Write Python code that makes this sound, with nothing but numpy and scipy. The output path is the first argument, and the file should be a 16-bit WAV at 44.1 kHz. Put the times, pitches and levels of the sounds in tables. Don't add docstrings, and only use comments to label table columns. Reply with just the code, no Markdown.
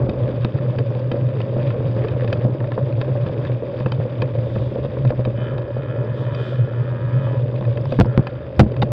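import sys
import numpy as np
from scipy import signal
from scipy.fft import rfft, irfft
from scipy.io import wavfile
from scipy.ndimage import uniform_filter1d

SR = 44100
rng = np.random.default_rng(int(sys.argv[2]) if len(sys.argv) > 2 else 0)


def log_audio(samples):
    frames = np.atleast_2d(samples).T
    limited = np.clip(frames, -1, 1)
    pcm = np.round(limited * 32767).astype(np.int16)
    wavfile.write(sys.argv[1], SR, pcm)


N = 393366
TIME = np.arange(N) / SR

# (time [s], level [dB])
ROUGHNESS = [(0, -21.5), (0.5, -26.5), (1.3, -25), (2.3, -23.5), (2.6, -25.5), (3.7, -25.5), (4.1, -28),
             (4.45, -24), (5.22, -30), (5.45, -26), (6.7, -28), (8.15, -27), (8.45, -31.5), (8.92, -25)]
# (time [s], level [dB])
DIRT = [(0, -60.5), (1.5, -60), (2.28, -57), (2.5, -62.5), (3.4, -58.5), (3.7, -62), (3.9, -60),
        (4.1, -59.5), (5.2, -61.5), (5.7, -64.5), (7.35, -61.5), (7.87, -61.5), (8.5, -65.5), (8.92, -61.5)]
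# (time [s], low thump [dB], middle ring [dB], upper crack [dB])
STONE_HITS = [(0.09, -10.5, -21.5, -32), (0.141, -24, -25, -34), (0.273, -24, -21.5, -40.5),
              (0.337, -30, -27, -36), (0.449, -9.5, -16, -22.5), (0.698, -33, -23, -31),
              (0.79, -29, -15, -30), (0.88, -35, -23, -39), (0.903, -29, -23, -30), (0.953, -43, -17, -32),
              (0.986, -34, -31, -40), (1.118, -16, -18, -36), (1.405, -22, -19.5, -32),
              (1.437, -31, -23.5, -32), (1.567, -12.5, -16, -30), (1.806, -24, -20.5, -34),
              (1.844, -22, -18.5, -35.5), (1.965, -16, -18.5, -31), (2.046, -29, -13, -20.5),
              (2.087, -36, -22, -30), (2.123, -26, -21, -34), (2.245, -16, -13.5, -33),
              (2.329, -29.5, -12.5, -30), (2.45, -12, -12.5, -29), (2.607, -15.5, -22, -24),
              (2.778, -24, -9, -15.5), (2.981, -27, -19, -36), (3.08, -36, -17, -30),
              (3.154, -38, -15, -31), (3.264, -32, -20, -27), (3.294, -32, -16, -30),
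              (3.497, -25, -16.5, -31), (3.623, -41, -14, -33), (3.807, -19, -20, -35),
              (3.861, -13, -14, -20), (3.92, -21, -19, -18.5), (4.001, -24, -15.5, -39),
              (4.053, -34, -16.5, -40), (4.222, -15.5, -12.5, -16), (4.352, -38, -17, -30),
              (4.561, -15, -14.5, -22), (4.759, -23, -13.5, -29), (4.848, -21, -15, -26),
              (4.969, -31, -20, -25), (5.049, -13, -15.5, -27), (5.105, -19, -10.5, -34),
              (5.122, -24, -23, -22), (5.193, -13, -17, -37), (5.257, -24, -14.5, -27),
              (5.272, -13, -17.5, -30), (5.385, -19, -29, -40), (5.582, -24, -24, -28),
              (5.767, -30.5, -14, -33), (6.397, -43, -18.5, -34), (7.269, -24.5, -19.5, -22),
              (7.61, -18, -19.5, -24), (7.681, -28, -20, -36), (7.777, -29, -21, -33),
              (7.923, -16, -10, -24), (7.989, -2, -12, -15), (8.055, -12.5, -17.5, -23)]
# (frequency [Hz], level [dB], t60 [s])
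FRAME_MODES = [(56, -16, 0.069), (138, -6, 0.063), (219, 3.5, 0.099), (276, -6, 0.058), (325.8, -4, 0.14),
               (501.6, 4, 0.056), (589, -17, 0.32), (683, -16.5, 0.14), (893, 0, 0.029), (1040, -4, 0.03),
               (1490, -3, 0.013)]
# (frequency [Hz], level [dB], t60 [s])
METAL_MODES = [(1054, 3, 0.044), (1370, 7.5, 0.024), (1732, 11, .022), (2030, 1.5, 0.032),
               (2440, 7, 0.0099), (2557, 8.5, 0.026), (3090, 3.5, 0.02), (3420, -6.5, 0.0047),
               (3687, 3, 0.027), (4717, -3.5, 0.024), (5400, -24.5, .015), (7160, -41, .012)]
# (frequency [Hz], level [dB], t60 [s])
BODY_MODES = [(457, 9.5, 0.025), (595, 0, 0.075), (768, 2.5, 0.033), (1016, -5.5, 0.023),
              (1342, -11, 0.038)]
MOUNT_HZ = 122.5


def amp(db):
    return 10 ** (np.asarray(db) / 20)


def unit(x):
    return x / np.sqrt(np.mean(x ** 2) + 1e-20)


def peaked(x, db):
    return amp(db) * x / abs(x).max()


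def steadied(x, samples):
    power = uniform_filter1d(uniform_filter1d(x ** 2, samples), samples // 2)
    return x / np.sqrt(abs(power) + 1e-12)


def curve(rows, column=1):
    rows = np.asarray(rows)
    return np.interp(TIME, rows[:, 0], rows[:, column])


def swell(at_s, rise_s, fall_s):
    hump = np.zeros(N)
    near = slice(*np.searchsorted(TIME, [at_s - 5 * rise_s, at_s + 5 * fall_s]))
    t = TIME[near] - at_s
    hump[near] = np.exp(-.5 * (t / np.where(t < 0, rise_s, fall_s)) ** 2)
    return hump


def add(mix, at_s, sound):
    part = mix[max(round(at_s * SR), 0):][:len(sound)]
    part += sound[:len(part)]


def colour(x, spectrum):
    hz, db = np.transpose(spectrum)
    f = abs(np.fft.fftfreq(8192, 1 / SR))
    log_gain = np.log(amp(np.interp(np.log(f + 1), np.log(hz), db)))
    taps = np.fft.ifft(np.exp(np.conj(signal.hilbert(log_gain)))).real
    return signal.oaconvolve(x, taps[:len(taps) // 2])[:N]


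def resonate(x, hz, width_hz):
    carrier = np.exp(2j * np.pi * np.cumsum(hz) / SR)
    pole = np.exp(-np.pi * width_hz / SR)
    return 2 * (carrier * signal.lfilter([1 - pole], [1, -pole], x / carrier + 1e-18)).real


def drift(cutoff_hz):
    f = np.fft.rfftfreq(N, 1 / SR)
    return unit(irfft(rfft(rng.standard_normal(N)) / (1 + (f / cutoff_hz) ** 4), N))


def grains(per_s, spread_db):
    size = amp(spread_db * np.minimum(rng.exponential(1, N), 4))
    return unit(size * rng.choice([-1, 1], N) * (rng.random(N) < per_s / SR))


def ring(modes, scatter):
    hz, db, t60_s = np.transpose(modes)[:, :, None]
    t = np.arange(SR // 5) / SR
    hz = hz * (1 + scatter * rng.standard_normal(hz.shape))
    return (amp(db) * np.exp(-np.log(1000) * t / t60_s) * np.sin(2 * np.pi * hz * t)).sum(0)


def excite(clicks, response):
    return signal.oaconvolve(clicks, response)[:N]


def mount_boom(gain_db=-3, waver_db=3.5, width_hz=15.4):
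    # (time [s], level [dB])
    shake = [(0, -22.5), (3.3, -20), (3.72, -27), (4.3, -21), (5.4, -24), (5.66, -25.5), (5.9, -22),
             (7.95, -19), (8.3, -25), (8.53, -33), (8.7, -21.5), (8.92, -17.5)]
    # (time [s], level [dB])
    bumps = [(0.016, -10.5), (0.244, -13.0), (0.372, -19), (0.443, -17), (0.628, -22.5), (0.694, -15),
             (0.801, -12.5), (0.894, -16.5), (1.068, -17), (1.24, -11.5), (1.323, -17.5), (1.441, -17.5),
             (1.53, -21), (1.596, -19), (1.687, -13.5), (1.862, -12), (1.982, -14), (2.056, -26),
             (2.218, -21), (2.3, -22), (2.466, -10.5), (2.628, -19.5), (2.83, -13.5), (2.961, -14),
             (3.116, -13.5), (3.241, -13.5), (3.396, -24), (3.529, -13), (3.844, -14), (3.927, -16),
             (3.999, -12), (4.239, -16), (4.432, -16.5), (4.594, -16.5), (4.844, -22), (5.012, -15.0),
             (5.084, -7), (5.196, -18), (5.28, -14.5), (5.369, -20), (5.434, -18), (5.55, -17.5),
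             (5.79, -16.5), (6.001, -18), (6.141, -19), (6.269, -16.5), (6.415, -21.5), (6.617, -8),
             (6.803, -14), (6.914, -17.5), (7.059, -15), (7.19, -16), (7.261, -14.5), (7.391, -19),
             (7.459, -20), (7.557, -16.5), (7.692, -10), (7.882, -27), (8.088, -12), (8.83, -11),
             (8.895, -33)]
    b, a = signal.iirpeak(MOUNT_HZ, MOUNT_HZ / width_hz, SR)
    boom = signal.lfilter(b, a, signal.lfilter(b, a, rng.standard_normal(N)))
    rolling = amp(curve(shake) + waver_db * drift(24))
    bumping = sum(amp(db) * swell(s, rise_s=0.024, fall_s=0.024) for s, db in bumps)
    return amp(gain_db) * np.hypot(rolling, bumping) * steadied(boom, samples=2400)


def tyre_rumble(gain_db=-1.72, lumps_db=1.5, lift_db=-1.5, lift_s=0.034, drum_db=-13, drum_s=0.016):
    # (frequency [Hz], level [dB])
    spectrum = [(20, -31.5), (45, -19.5), (70, -10), (110, -8), (180, 0), (250, 0), (370, 0), (460, -2.5),
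                (520, 5.5), (590, 5.5), (690, -15), (1000, -17), (1500, -27.5), (3000, -59.5), (8000, -92)]
    drive = grains(per_s=450, spread_db=0) + 0.49 * rng.standard_normal(N)
    rumble = steadied(colour(drive, spectrum), samples=3000)
    lift = sum(swell(s - lift_s / 2, lift_s / 2, lift_s / 2) for s, *_ in STONE_HITS)
    drum = sum(amp(middle_db + drum_db) * swell(s + drum_s / 2, drum_s / 4, drum_s)
               for s, _, middle_db, _ in STONE_HITS)
    stones = uniform_filter1d(lift, size=SR)
    waver_db = lumps_db * (0.52 + 0.48 * stones / stones.mean()) * drift(7.7)
    return rumble * np.hypot(amp(gain_db + curve(ROUGHNESS) + waver_db + lift_db * lift), drum)


def stone_knocks(gain_db=1.5, contact_s=0.00053, rubber_s=0.02, tread_hz=1700):
    out, t = np.zeros(N), np.arange(SR // 5) / SR
    bands_hz = [(170, 400), (400, 760), (760, 2000)]
    groups = [[mode for mode in FRAME_MODES if low < mode[0] < high] for low, high in bands_hz]
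    envelope = (1 - np.exp(-t / contact_s)) * np.exp(-t / rubber_s)
    for s, *levels_db in STONE_HITS:
        for modes, db in zip(groups, levels_db):
            add(out, s, peaked(ring(modes, scatter=0.055) * envelope, db))
    return amp(gain_db) * signal.sosfilt(signal.butter(2, tread_hz, fs=SR, output="sos"), out)


def rock_blows(gain_db=1.5, shock_t60_s=0.056, clang_rise_s=0.0015, clang_s=0.013, clatter_s=0.0074):
    # (time [s], frame thud [dB], contact [s], metal clang [dB], mount shock [dB])
    jolts = [(7.996, -6, 0.0022, -24, -17), (8.0005, -15, 0.0003, -11, 1),
             (8.0107, -5.5, 0.00024, -5.5, -2.5), (8.1769, -1.5, 0.00093, -34.5, -3),
             (8.193, -6.5, 0.0089, -27, -4), (8.594, 8, 0.0017, 7, -23), (8.6024, 3.5, 0.00045, -1.5, -0.5),
             (8.6098, -18, 0.0005, -14, -1.5), (8.632, -8.5, 0.0059, -42, -14),
             (8.665, -12, 0.0051, -46, -17), (8.824, -10, 0.00041, -5, -26),
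             (8.8312, -9.5, 0.00058, -19, -8.5)]
    out, t = np.zeros(N), np.arange(SR // 5) / SR
    mount_ring = np.cos(2 * np.pi * MOUNT_HZ * t) * np.exp(-np.log(1000) * t / shock_t60_s)
    clang_onset = 1 - np.exp(-t / clang_rise_s)
    for s, thud_db, contact_s, clang_db, shock_db in jolts:
        pole = np.exp(-4 / (contact_s * SR))
        thud = signal.lfilter([1], [1, -pole], ring(FRAME_MODES, scatter=0.066))
        shock = (1 - np.exp(-t / (0.16 * contact_s))) * mount_ring
        metal = peaked(ring(METAL_MODES, scatter=0.091), db=0)
        body = peaked(ring(BODY_MODES[2:], scatter=0.049), db=4)
        clatter = amp(-21) * rng.standard_normal(len(t)) * np.exp(-t / clatter_s)
        clang = ((metal + body) * np.exp(-t / clang_s) + clatter) * clang_onset
        add(out, s, peaked(thud, thud_db) + peaked(shock, shock_db) + amp(clang_db) * clang)
    return amp(gain_db) * signal.sosfilt(signal.butter(2, 45, "high", fs=SR, output="sos"), out)


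def clacks(metal_db=7, body_db=7, bite_db=1, chatter_s=0.00087, rebound_s=0.0029, rebound_db=-8):
    # (time [s], level [dB], treble [dB])
    hits = [(0.0947, -28.5, -3), (0.4471, -24, -10), (0.586, -30.5, -47), (0.7864, -27.5, -4),
            (1.116, -25.5, -4), (1.404, -27, -20), (1.704, -27.5, -40), (2.084, -31.5, -12),
            (2.277, -31, -21), (2.3279, -21, -2), (2.641, -32, -50), (2.719, -26.5, -54),
            (2.779, -36.5, -72), (3.014, -20.5, -27), (3.263, -33.5, -21), (3.45, -31.5, -19),
            (3.8605, -25, -24), (3.9192, -26, -6), (4.2196, -23.5, -14.5), (4.556, -30.5, -29),
            (5.051, -29, -25), (5.0743, -39, 10), (5.104, -31.5, -13), (5.251, -28, -9.5),
            (5.581, -31, -26), (6.347, -32, 2), (7.652, -32.5, -19), (7.773, -27, -25), (7.9218, -30, -12),
            (7.989, -22.5, -27), (8.2699, -21.5, -20), (8.718, -41.5, -8), (8.7646, -33.5, -9),
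            (8.819, -23.5, 29)]
    # (frequency [Hz], level [dB])
    bite_spectrum = [(600, -11), (1400, -2), (2600, -1.5), (3600, -5), (4700, -6.5), (5800, -15),
                     (9000, -22)]
    out, t = np.zeros(N), np.arange(SR // 60) / SR
    touch = np.sqrt(t) * np.exp(-t / chatter_s)
    touch = touch + amp(rebound_db) * np.interp(t - rebound_s, t, touch)
    for s, db, treble_db in hits:
        bright_db = treble_db + 13
        modes = [(hz, mode_db + 0.93 * bright_db * np.interp(hz, [1700, 2500, 3800], [0, .65, 1]), t60_s)
                 for hz, mode_db, t60_s in METAL_MODES]
        contact = rng.standard_normal(len(t)) * touch
        add(out, s, peaked(signal.fftconvolve(ring(modes, scatter=0.0062), contact), db + metal_db))
        add(out, s, peaked(ring(BODY_MODES, scatter=0.033), db + body_db))
        add(out, s, peaked(colour(contact, bite_spectrum), db + bite_db + min(bright_db, 0)))
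    return out


def pawls(lag_teeth=0.7, second_db=-4, smear_s=0.001, wheel_s=0.005):
    # (time [s], clicks per set [1/s])
    speed = [(5.3, 75), (5.8, 77), (6.05, 80), (6.2, 62), (6.35, 78), (6.55, 76), (6.7, 80), (6.9, 86),
             (7.05, 87.8), (7.3, 90), (8.5, 64)]
    # (frequency [Hz], level [dB])
    hub_spectrum = [(500, -17.5), (780, -3.5), (950, 11), (1130, 4), (1400, 7.5), (1530, 2), (1700, 13.5),
                    (2000, 1), (2280, -4.5), (2500, 7), (2780, -20), (3020, 6.5), (3300, -1), (3700, -7.5),
                    (4000, -33.5), (4700, -19.5), (6000, -39.5), (12000, -51.5)]
    rate_hz = curve(speed)
    teeth = np.cumsum(rate_hz * (1 + .005 * drift(12))) / SR
    rasp_gain = np.interp(rate_hz, [73, 86], [1.0, .42])
    uneven_db = np.interp(rate_hz, [68, 86], [2.2, 1.1])
    t = np.arange(SR // 30) / SR
    lead = len(t) // 4
    buzz, rasp = np.zeros((2, N))
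    for tooth, db in [(teeth, 0), (teeth + lag_teeth, second_db)]:
        drops = np.diff(np.floor(tooth), prepend=0) * amp(uneven_db * rng.standard_normal(N))
        smear = rfft(rng.standard_normal(len(t)) * np.exp(-t / smear_s))
        spokes = np.roll(irfft(smear / abs(smear)), lead)
        clicks = signal.oaconvolve(drops, spokes)[lead:][:N]
        wheel_ring = excite(drops, rng.standard_normal(len(t)) * np.exp(-t / wheel_s))
        scrape = rng.standard_normal(N) * np.exp(-(tooth % 1) / 0.6)
        buzz += amp(db) * colour(unit(clicks), hub_spectrum)
        rasp += amp(db) * rasp_gain * colour(0.48 * unit(wheel_ring) + unit(scrape), hub_spectrum)
    return buzz, rasp


def freewheel(split_hz=2250, treble_db=1, focus=2.2, wander_hz=45, rise_s=0.04, fall_s=0.068):
    # (start [s], end [s], level [dB])
    coasts = [(5.343, 7.432, -40), (8.038, 8.518, -46)]
    # (time [s], level change [dB], resonance [Hz], treble [dB])
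    surge = [(5.3, -2, 1350, 4), (5.47, 3, 1410, -0.5), (5.58, -1, 950, -9), (5.7, -5, 1020, -5.5),
             (5.9, 1, 1400, -4), (6.06, -1, 950, -8), (6.17, -2, 1250, -3), (6.27, 2.5, 970, -5),
             (6.43, 3, 1400, 1.5), (6.65, -3, 1380, -3.5), (6.95, 0.5, 1220, -9.5), (7.12, 1, 1200, -11.5),
             (7.28, 2.5, 1156, -4), (7.4, 1, 960, -17), (8.1, 4.5, 1300, -7), (8.5, -3.5, 1300, -1)]
    buzz, rasp = pawls()
    highpass = signal.butter(8, split_hz, "high", fs=SR, output="sos")
    treble = signal.sosfiltfilt(highpass, buzz + .5 * rasp)
    treble *= amp(treble_db + curve(surge, column=3))
    mids = buzz + rasp - signal.sosfiltfilt(highpass, buzz + rasp)
    resonance_hz = curve(surge, column=2) + wander_hz * drift(8.8)
    mids = (mids + focus * resonate(mids, resonance_hz, width_hz=260)) / np.sqrt(1 + focus)
    gate = sum(amp(db) * np.clip(np.minimum((TIME - start_s) / rise_s, (end_s - TIME) / fall_s), 0, 1)
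               for start_s, end_s, db in coasts)
    return steadied(mids + treble, samples=4000) * gate * amp(curve(surge))


def grit(gain_db=16.5, flicker_db=1.64, per_s=900, pitches=16, t60_s=0.0035, crackle=0.9):
    # (time [s], level change [dB])
    patches = [(0.28, 3), (0.72, 1.5), (1.0, 3.5), (1.63, 4.5), (1.69, 3.5), (1.9, -1), (1.99, 1.5),
               (2.11, 2), (2.24, 3.5), (2.44, 5.5), (2.75, 4.5), (2.92, 2), (3.28, 3), (3.48, 2.5),
               (3.8, 5.5), (4.85, 4.5), (5.1, 5), (7.7, 1.5)]
    # (frequency [Hz], level [dB])
    spectrum = [(400, 0), (800, 1), (1100, 5.5), (1350, -2), (1650, 2.5), (2150, -4), (2520, -0.5),
                (2800, -6), (3700, -4.5), (4100, -18), (4800, -11), (5700, -13.5), (7500, -10.5),
                (15000, -44.5)]
    ticks = sum(excite(grains(per_s / pitches, spread_db=3), ring([(hz, 0, t60_s)], scatter=0.026))
                for hz in np.linspace(800, 5400, pitches))
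    sand = signal.sosfilt(signal.butter(1, 7000, fs=SR, output="sos"), rng.standard_normal(N))
    loose = 1 + sum((amp(db) - 1) * swell(s, rise_s=0.024, fall_s=0.0075) for s, db in patches)
    gravel = colour(unit(sand) + crackle * unit(ticks) * loose, spectrum)
    return unit(gravel) * np.sqrt(loose) * amp(gain_db + curve(DIRT) + flicker_db * drift(31))


def frame_taps(gain_db=-8, per_s=36, pitches=5, t60_s=0.071):
    rings = [ring([(hz, 0, t60_s)], scatter=0.035) for hz in np.geomspace(440, 600, pitches)]
    taps = sum(excite(grains(per_s / pitches, spread_db=1.5), tap) for tap in rings)
    return amp(gain_db + curve(ROUGHNESS)) * unit(taps)


def stone_pings(t60_s=0.012, overtone_ratio=1.6, overtone_db=-9):
    # (time [s], level [dB], pitch [Hz])
    pings = [(0.137, -40, 5000), (0.904, -36, 5560), (1.416, -22, 2900), (1.677, -26, 2410),
             (2.048, -28.5, 1700), (2.209, -21, 1810), (2.604, -24, 1780), (2.926, -27, 2550),
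             (3.163, -27, 1700), (3.518, -30, 2270), (7.562, -28.5, 2460), (7.61, -32, 3510),
             (7.626, -20, 1054), (7.642, -31, 1880), (7.711, -35, 2310), (7.757, -37, 3800),
             (7.812, -34, 5070), (7.856, -17, 1010), (7.855, -29, 5150), (7.907, -31, 3800),
             (7.943, -32, 2180), (8.047, -17, 913), (8.06, -32, 5100), (8.566, -37, 5040)]
    out = np.zeros(N)
    for s, db, hz in pings:
        modes = [(hz, 0, t60_s), (hz * overtone_ratio, overtone_db, t60_s / 2)]
        add(out, s, peaked(ring(modes, scatter=0.017), db))
    return out


def tyre_scrubs():
    # (centre [s], half length [s], level [dB])
    slips = [(4.583, 0.11, -48.5), (6.204, 0.043, -47.5), (6.458, 0.09, -44.5), (7.243, 0.052, -54.5),
             (7.935, 0.055, -46.5)]
    # (frequency [Hz], level [dB])
    spectrum = [(1200, -25), (2400, -13), (3500, 4), (4200, -11), (5000, -8.5), (6500, -10.5), (8200, -7),
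                (9500, -18)]
    envelope = sum(amp(db) * swell(s, half_s, half_s) for s, half_s, db in slips)
    return envelope * unit(colour(rng.standard_normal(N), spectrum))


def pebbles(gain_db=-55, per_s=34, pitches=7, low_hz=1000, high_hz=3000, t60_s=0.005, clump_db=4):
    rings = [ring([(hz, 0, t60_s)], scatter=0.05) * low_hz / hz
             for hz in np.geomspace(low_hz, high_hz, pitches)]
    ticks = sum(excite(grains(per_s / pitches, spread_db=1.9), tick) for tick in rings)
    clusters = amp(clump_db * np.tanh(drift(4.6)))
    return amp(gain_db + curve(DIRT) - curve(DIRT).mean()) * unit(ticks * clusters)


def rattle(gain_db=-62, per_s=24, parts=4):
    ticks = sum(excite(grains(per_s / parts, spread_db=5), ring(METAL_MODES, scatter=0.029))
                for _ in range(parts))
    return amp(gain_db + curve(ROUGHNESS) - curve(ROUGHNESS).mean()) * unit(ticks)


def chain_links(gain_db=-70, per_s=28, link_hz=4900, t60_s=0.012):
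    ticks = excite(grains(per_s, spread_db=-1), ring([(link_hz, 0, t60_s)], scatter=0.005))
    return amp(gain_db) * unit(ticks)


def wind(gust_gain_db=-2):
    # (time [s], level [dB])
    gusts = [(0, -26.5), (0.95, -61.5), (1.75, -42), (2.12, -33.5), (2.45, -47), (3.4, -39.5), (4.15, -51),
             (4.52, -33), (5.35, -37.5), (5.9, -43), (7.85, -43), (8.92, -33)]
    # (time [s], level [dB])
    puffs = [(8.018, -19), (8.622, -14)]
    # (frequency [Hz], level [dB])
    spectrum = [(12, -57.5), (25, -35), (40, -12.5), (56, -8.5), (80, 5.5), (160, -40.5), (500, -79.5),
                (3000, -125)]
    envelope = amp(gust_gain_db + curve(gusts))
    envelope += sum(amp(db) * swell(s, rise_s=0.023, fall_s=0.02) for s, db in puffs)
    return envelope * steadied(colour(rng.standard_normal(N), spectrum), samples=8000)


def hiss(level_db=-97):
    return amp(level_db) * rng.standard_normal(N)


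def scene():
    # (frequency [Hz], gain [dB])
    housing = [(20, 0.5), (4700, -3.5), (5300, -12), (6200, -19), (8000, -26), (11000, -32), (16000, -34.5)]
    bike = mount_boom() + tyre_rumble() + frame_taps()
    bike += grit() + tyre_scrubs() + pebbles() + stone_pings()
    bike += freewheel() + chain_links() + rattle()
    bike += clacks() + stone_knocks() + rock_blows()
    return (colour(bike, housing) + wind() + hiss())[None]


def record(dry, ceiling=0.73, knee=15.0, cutoff_hz=15500):
    clipped = dry / (1 + abs(dry / ceiling) ** knee) ** (1 / knee)
    lowpass = signal.firwin(511, cutoff_hz, window=("kaiser", 9), fs=SR)
    return signal.oaconvolve(clipped, lowpass[None], "same")


dry = scene()
out = record(dry)
log_audio(out)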